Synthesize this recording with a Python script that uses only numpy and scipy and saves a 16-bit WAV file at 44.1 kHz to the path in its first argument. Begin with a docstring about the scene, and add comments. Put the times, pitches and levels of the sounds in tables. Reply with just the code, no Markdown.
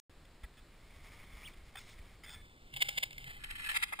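"""A snow slope at night, close to a steel handrail; wind rumbles on a small camera's stereo microphone.
A snowboarder glides past with a squeak, pops off the snow with a swish of the jacket and grinds the rail.
From there the sound is in slow motion: slices are heard twice, the channels slip apart and a thump is
drawn out into a low hum. The board clacks off the rail's end and skids out. Its resonances colour each
contact, and the camera, holding its samples at a low rate, mirrors everything into the treble."""
import sys
import numpy as np
from scipy import signal
from scipy.fft import rfft, irfft
from scipy.io import wavfile
from scipy.ndimage import uniform_filter1d

SR = 44100
rng = np.random.default_rng(int(sys.argv[2]) if len(sys.argv) > 2 else 0)


def inscribe(sig):
    """Save sig as 16-bit PCM at rate SR to the path in sys.argv[1].

    A 1-D sig is mono; a 2-D sig holds one channel per row.
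    Samples are clipped to [-1, 1] before scaling.
    """
    pcm = np.round(np.clip(np.atleast_2d(sig).T, -1, 1) * 32767)
    wavfile.write(sys.argv[1], SR, pcm.astype(np.int16))


N = 176400
T = np.arange(N) / SR
HZ = np.fft.rfftfreq(N, 1 / SR) + 1e-3


def undb(db):
    """Decibels to gain."""
    return 10 ** (np.asarray(db) / 20)


def unit(x):
    """Scale to rms 1."""
    return x / np.sqrt(np.mean(x ** 2))


def swell(curve):
    """Gain along (time_s, level_db) points, silent outside them."""
    s, db = np.array(curve).T
    return undb(np.interp(T, s, db)) * (T >= s[0]) * (T <= s[-1])


def colour(x, points):
    """Shape a sound by (frequency_hz, gain_db) points, at rms 1."""
    hz, db = np.array(points).T
    return unit(irfft(rfft(x) * undb(np.interp(np.log(HZ), np.log(hz), db)), N))


def resonance(f, hz, width):
    """Response of one resonance at frequencies f."""
    return 1 / (1 + 1j * (f * f - hz * hz) / (f * width))


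# spectrum of the background hiss: frequency_hz, gain_db
HISS_COLOUR = [(150, 10), (400, 6.5), (900, 1), (2200, -0.5), (3200, -4), (4200, -3), (5500, -9.5)]

def hiss(shared_db=-63, channel_db=-69.5):
    """A faint steady hiss in the centre, with white noise of its own in each channel."""
    shared = undb(shared_db) * colour(rng.standard_normal(N), HISS_COLOUR)
    return shared + undb(channel_db) * rng.standard_normal((2, N))


# gusts at the microphone: time_s, level_db
GUSTS = [(0, -59.5), (.7, -61), (1.0, -55), (1.4, -54), (1.7, -57), (2.05, -55.5), (2.4, -56), (2.55, -61),
         (2.8, -59), (3.15, -57.5), (3.5, -53.5), (4, -62)]
# spectrum of their rumble: frequency_hz, gain_db
WIND_COLOUR = [(12, -3), (28, 2), (60, -6.5), (100, -11.5), (200, -21.5), (400, -29), (1000, -62)]

def wind(port_db=-23):
    """Wind rumbles right on the microphone, a little differently at each of its two ports."""
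    shared, left, right = (colour(rng.standard_normal(N), WIND_COLOUR) for _ in range(3))
    return (shared + undb(port_db) * np.array([left, right])) * swell(GUSTS)


# soft thuds under the ride: start_s, pitch_hz, decay_s, level_db
THUDS = [(0.437, 49, 0.016, -38), (1.334, 34.3, 0.018, -40.5), (1.994, 60, 0.015, -44.5),
         (2.29, 150, 0.01, -53.5), (2.369, 89, 0.01, -52.5)]

def thuds():
    """Low thuds, each gone within a few cycles."""
    out = np.zeros(N)
    for start, hz, decay, db in THUDS:
        t = np.maximum(T - start, 0)
        out += undb(db) * np.sin(2 * np.pi * hz * t) * np.exp(-(t / decay) ** 2 / 2)
    return out


# hum of the drawn-out thump: time_s, level_db
HUM = [(2.68, -91), (2.73, -57), (2.9, -65), (3.1, -61), (3.28, -60.5), (3.36, -87)]

def low_hum(pitch_hz=130.2, width_hz=34):
    """A thump drawn out by the slow motion into a narrow low hum."""
    band = resonance(HZ, pitch_hz, width_hz) ** 2
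    return unit(irfft(rfft(rng.standard_normal(N)) * band, N)) * swell(HUM)


# the jacket during the jump: time_s, level_db
SWISH = [(1.79, -48), (1.85, -59.5), (1.9, -53), (1.93, -53), (1.97, -78)]
# spectrum of the cloth: frequency_hz, gain_db
SWISH_COLOUR = [(1500, -12), (3700, 3), (4900, -2), (5600, 2.5)]

def jacket():
    """The rider's jacket swishes brightly in the air."""
    return colour(rng.standard_normal(N), SWISH_COLOUR) * swell(SWISH)


# squeak on the approach: time_s, pitch_hz, level_db
SQUEAK = [(1.432, 2174, -57), (1.445, 2647, -56.5), (1.461, 3400, -49), (1.469, 3340, -51),
          (1.478, 2310, -50), (1.488, 2250, -54)]

def squeak(jitter_depth=0.0354, octave_db=-13):
    """A brief rough squeak with its octave rises and falls as the rider passes the microphone."""
    s, hz, db = np.array(SQUEAK).T
    jitter = unit(uniform_filter1d(rng.standard_normal(N), size=30))
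    pitch = np.interp(T, s, hz) * (1 + jitter_depth * jitter)
    phase = 2 * np.pi * np.cumsum(pitch) / SR
    return unit(np.sin(phase) + undb(octave_db) * np.sin(2 * phase)) * swell(np.c_[s, db])


# resonances of the board: pitch_hz, width_hz, rail_db, clack_db, snow_db, skid_db
BOARD_MODES = [(558, 170, -33, -22, -50, -6), (825, 93, -9.5, -11.5, -5, -5),
               (1139, 147, -14, -30, -10.5, -8.5), (1403, 98, -3.5, -21.5, -6, -7.5),
               (1710, 120, -3.5, -7, 3, -3), (2052, 152, 2.5, -4, 7, 3.5), (2124, 112, 4.5, 5, -26.5, 1.5),
               (2450, 234, -4, -8, -2.5, -8), (2677, 136, -5.5, -5, -0.5, -16),
               (3093, 180, -6, -2.5, 1.5, -15), (3496, 128, 2, -2.5, -2.5, -13),
               (3750, 475, -20, -10, -8, -24), (5120, 520, -10, -13, -22, -24)]

def board(contact):
    """The board's response: each kind of contact weights the same modes, summed in alternating sign."""
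    column = ["rail", "clack", "snow", "skid"].index(contact)
    return sum((-1) ** k * undb(levels[column]) * resonance(HZ, hz, width)
               for k, (hz, width, *levels) in enumerate(BOARD_MODES))


def friction(grains_per_s=5000, scatter_db=2.5):
    """Dense stick-slip clicks of uneven size."""
    hit = rng.random(N) < grains_per_s / SR
    return hit * rng.choice([-1, 1], N) * undb(scatter_db * rng.standard_normal(N))


def rub(contact):
    """Steady friction heard through the board."""
    return unit(irfft(rfft(friction()) * board(contact), N))


# gliding on snow towards the rail: time_s, level_db
GLIDE = [(0, -104), (.7, -70.5), (.95, -61), (1.1, -57), (1.35, -60), (1.48, -57), (1.6, -64.5),
         (1.75, -64), (1.81, -59.5), (1.95, -61.5), (2.2, -68), (2.38, -63.5), (2.5, -66), (2.7, -75)]
# spectrum of the glide: frequency_hz, gain_db
GLIDE_COLOUR = [(300, -16), (900, -8.5), (1200, -5), (1550, -13.5), (1900, -3.5), (2200, 1.5),
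                (2700, -11.5), (3400, -7), (4300, -19), (5300, -12)]
# the board chattering after the rail: time_s, level_db
CHATTER = [(2.4, -72), (2.45, -72), (2.6, -77), (2.72, -65), (2.735, -54.5), (2.85, -48.5), (2.93, -49),
           (3.05, -53), (3.09, -58), (3.2, -56), (3.27, -60), (3.35, -74)]
# the run-out over snow: time_s, level_db
RUNOUT = [(3.2, -70), (3.29, -50), (3.33, -55.5), (3.365, -53), (3.395, -60), (3.41, -51.5), (3.47, -58.5),
          (3.54, -51), (3.62, -48), (3.66, -44.5), (3.74, -44), (3.8, -46.5), (3.9, -53), (4, -56)]

def sliding(flutter_db=2, flutter_per_s=60):
    """The board glides, chatters and runs out; uneven pressure makes the level flutter."""
    step = int(SR / flutter_per_s)
    pressure = np.repeat(rng.standard_normal(N // step + 1), step)
    flutter = undb(flutter_db * unit(uniform_filter1d(pressure, step)[:N]))
    glide = colour(friction(), GLIDE_COLOUR) * swell(GLIDE)
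    return flutter * (glide + rub("clack") * swell(CHATTER) + rub("snow") * swell(RUNOUT))


# light ticks of the bindings: start_s, level_db
TICKS = [(3.1077, -41.5), (3.130, -41), (3.1804, -38), (3.242, -43)]

def bindings(grit_gain=0.28, grit_s=0.0011):
    """Single sharp knocks with a little grit, heard through the board."""
    body = board("clack")
    drive = np.zeros(N)
    for start, db in TICKS:
        i = int(start * SR)
        drive[i] += undb(db)
        drive[i:] += undb(db) * grit_gain * rng.standard_normal(N - i) * np.exp(-T[:N - i] / grit_s)
    return irfft(rfft(drive) * body, N) / np.abs(irfft(body, N)).max()


# modes of the handrail: pitch_hz, half_peak_db, t60_s
RAIL_MODES = [(1733, -70, 0.64), (2191, -69, .4), (3480, -70.5, 0.92), (3480, -66, 0.96)]

def handrail(on_s=2.27, off_s=2.375):
    """The steel tube is driven while the board grinds on it, then rings out."""
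    drive = rng.standard_normal(N) * (T > on_s) * (T < off_s)
    out = np.zeros(N)
    for hz, half_peak_db, t60 in RAIL_MODES:
        mode = np.sin(2 * np.pi * hz * T) * np.exp(-np.log(1000) * T / t60)
        ring = signal.fftconvolve(drive, mode)[:N]
        out += 2 * undb(half_peak_db) * ring / np.abs(ring).max()
    return out


def bursts(table, contact, contact_gain=0.87, contact_width_hz=150):
    """Short bursts of friction, each with its own contact resonance; some are heard twice."""
    attack_s, release_s, tail_s, tail_db = 0.0017, 0.0023, 0.018, -25
    out, size = np.zeros(2 * N), 8192
    t = np.arange(size) / SR - .02  # room for the attack
    f = np.fft.rfftfreq(size, 1 / SR) + 1e-3
    grit = rub(contact)
    for k, (start, length, db, hz, repeat) in enumerate(table):
        emphasis = 1 + contact_gain * resonance(f, hz, contact_width_hz)
        grains = irfft(rfft(grit[k * size:(k + 1) * size]) * emphasis)
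        after = np.maximum(t - length, 0)
        decay = np.exp(-after / release_s) + undb(tail_db) * np.exp(-after / tail_s)
        envelope = np.exp(np.minimum(t, 0) / attack_s) * decay
        burst = unit(grains * envelope) * np.sqrt(np.mean(envelope ** 2)) * undb(db)
        for onset in [start, start + repeat] if repeat else [start]:
            i = int((onset + t[0]) * SR)
            out[i:i + size] += burst
    return out[:N]


# All five tables: start_s, length_s, level_db, contact_hz, repeat_after_s (0 = heard once)
# soft snow crumbs crushed on the approach
CRUMBS = [(.252, 0.0031, -62, 3470, 0), (.435, 0.0027, -56.5, 3440, 0.0038), (.538, 0.0046, -66, 2540, 0),
          (.571, 0.021, -64, 1650, 0.0054), (1.065, 0.011, -66, 2140, 0.0031),
          (1.122, 0.0085, -69, 2210, 0), (1.265, .02, -68, 2130, 0), (1.322, 0.0066, -64, 4600, 0.0075),
          (1.535, 0.0056, -60.5, 2090, 0)]
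# scrapes of the edge at take-off and along the rail
SCRAPES = [(1.757, 0.0018, -48.5, 4020, 0.013), (1.772, 0.018, -52, 3570, 0.00079),
           (2.237, 0.013, -53, 2480, 0.001), (2.252, 0.043, -58, 1960, 0.0097),
           (2.294, 0.0034, -51.5, 3280, 0), (2.302, 0.049, -54, 2000, 0.00023),
           (2.346, 0.014, -57, 3340, 0)]
# hard clacks off the rail's end
CLACKS = [(2.738, .003, -46, 2840, 0.0018), (2.764, 0.0051, -39.5, 2840, 0.0059),
          (2.781, 0.0024, -52, 3200, 0.014), (2.807, 0.0097, -38, 3280, 0.006),
          (2.813, 0.0032, -46, 2970, 0.0044), (2.8202, 0.0066, -23.5, 3020, 0), (2.871, .004, -58, 3400, 0),
          (2.8865, 0.0026, -32.5, 3150, 0.0038), (2.965, 0.0052, -51, 3130, 0.044),
          (2.9755, 0.011, -35.5, 3320, .053), (2.980, 0.0039, -29.5, 3300, .053),
          (3.001, 0.005, -52, 3300, .053)]
# the edge biting into packed snow
CRUNCHES = [(3.426, 0.047, -52.5, 1430, 0.063), (3.439, 0.0075, -40, 2180, .067),
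            (3.556, 0.013, -44.5, 2240, 0.041), (3.642, 0.0076, -40.5, 2140, 0),
            (3.663, 0.011, -41, 2470, 0.0059), (3.6895, 0.0055, -33, 1700, 0.0059),
            (3.702, 0.0048, -35.5, 2040, 0.013), (3.722, 0.028, -46, 2200, 0.0076),
            (3.747, .008, -36.5, 2080, 0.0034), (3.7605, .014, -28.5, 1870, 0.066)]
# the base slapping or skidding flat on the snow
SKIDS = [(.436, 0.017, -55.5, 1990, 0), (1.7565, 0.0022, -49, 1130, 0.0028),
         (3.9255, .017, -37, 1160, 0.066)]

def board_contacts():
    """In the foreground, edge and base strike snow and steel, each time sounding the board's modes."""
    return (bursts(CRUMBS, "rail") + bursts(SCRAPES, "rail") + bursts(CLACKS, "clack")
            + bursts(CRUNCHES, "snow") + bursts(SKIDS, "skid"))


def scene(start_s=.096):
    """From the camera's spot: a moment of silence, then the ride in the centre over wind and hiss."""
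    ride = board_contacts() + bindings() + sliding() + jacket() + handrail() + squeak()
    return (ride + wind() + low_hum() + thuds() + hiss()) * (T > start_s)


# slow-motion slips between the channels: start_s, left_lag_s
SLIPS = [(2.42, .00026), (3.39, .00075), (3.735, -.00082)]

def record(dry, hold_hz=12000, band_hz=5650, top_hz=15500):
    """The camera's held samples mirror the sound into the treble; the channels slip; the top is cut."""
    narrow = irfft(rfft(dry) / np.sqrt(1 + (HZ / band_hz) ** 50), N)
    mirrored = narrow * (1 + 2 * np.cos(2 * np.pi * hold_hz * T))
    held_spectrum = rfft(mirrored) * np.sinc(HZ / hold_hz)  # holding dulls the treble
    stereo = irfft(held_spectrum, N)
    for start, lag in SLIPS:
        delay = np.exp(-1j * np.pi * HZ * lag * np.array([[1], [-1]]))  # half the lag each way
        stereo = np.where(T >= start, irfft(held_spectrum * delay, N), stereo)
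    lowpass = signal.ellip(10, .2, 80, top_hz, fs=SR, output="sos")
    return signal.sosfilt(lowpass, stereo)


dry = scene()
out = record(dry)
inscribe(out)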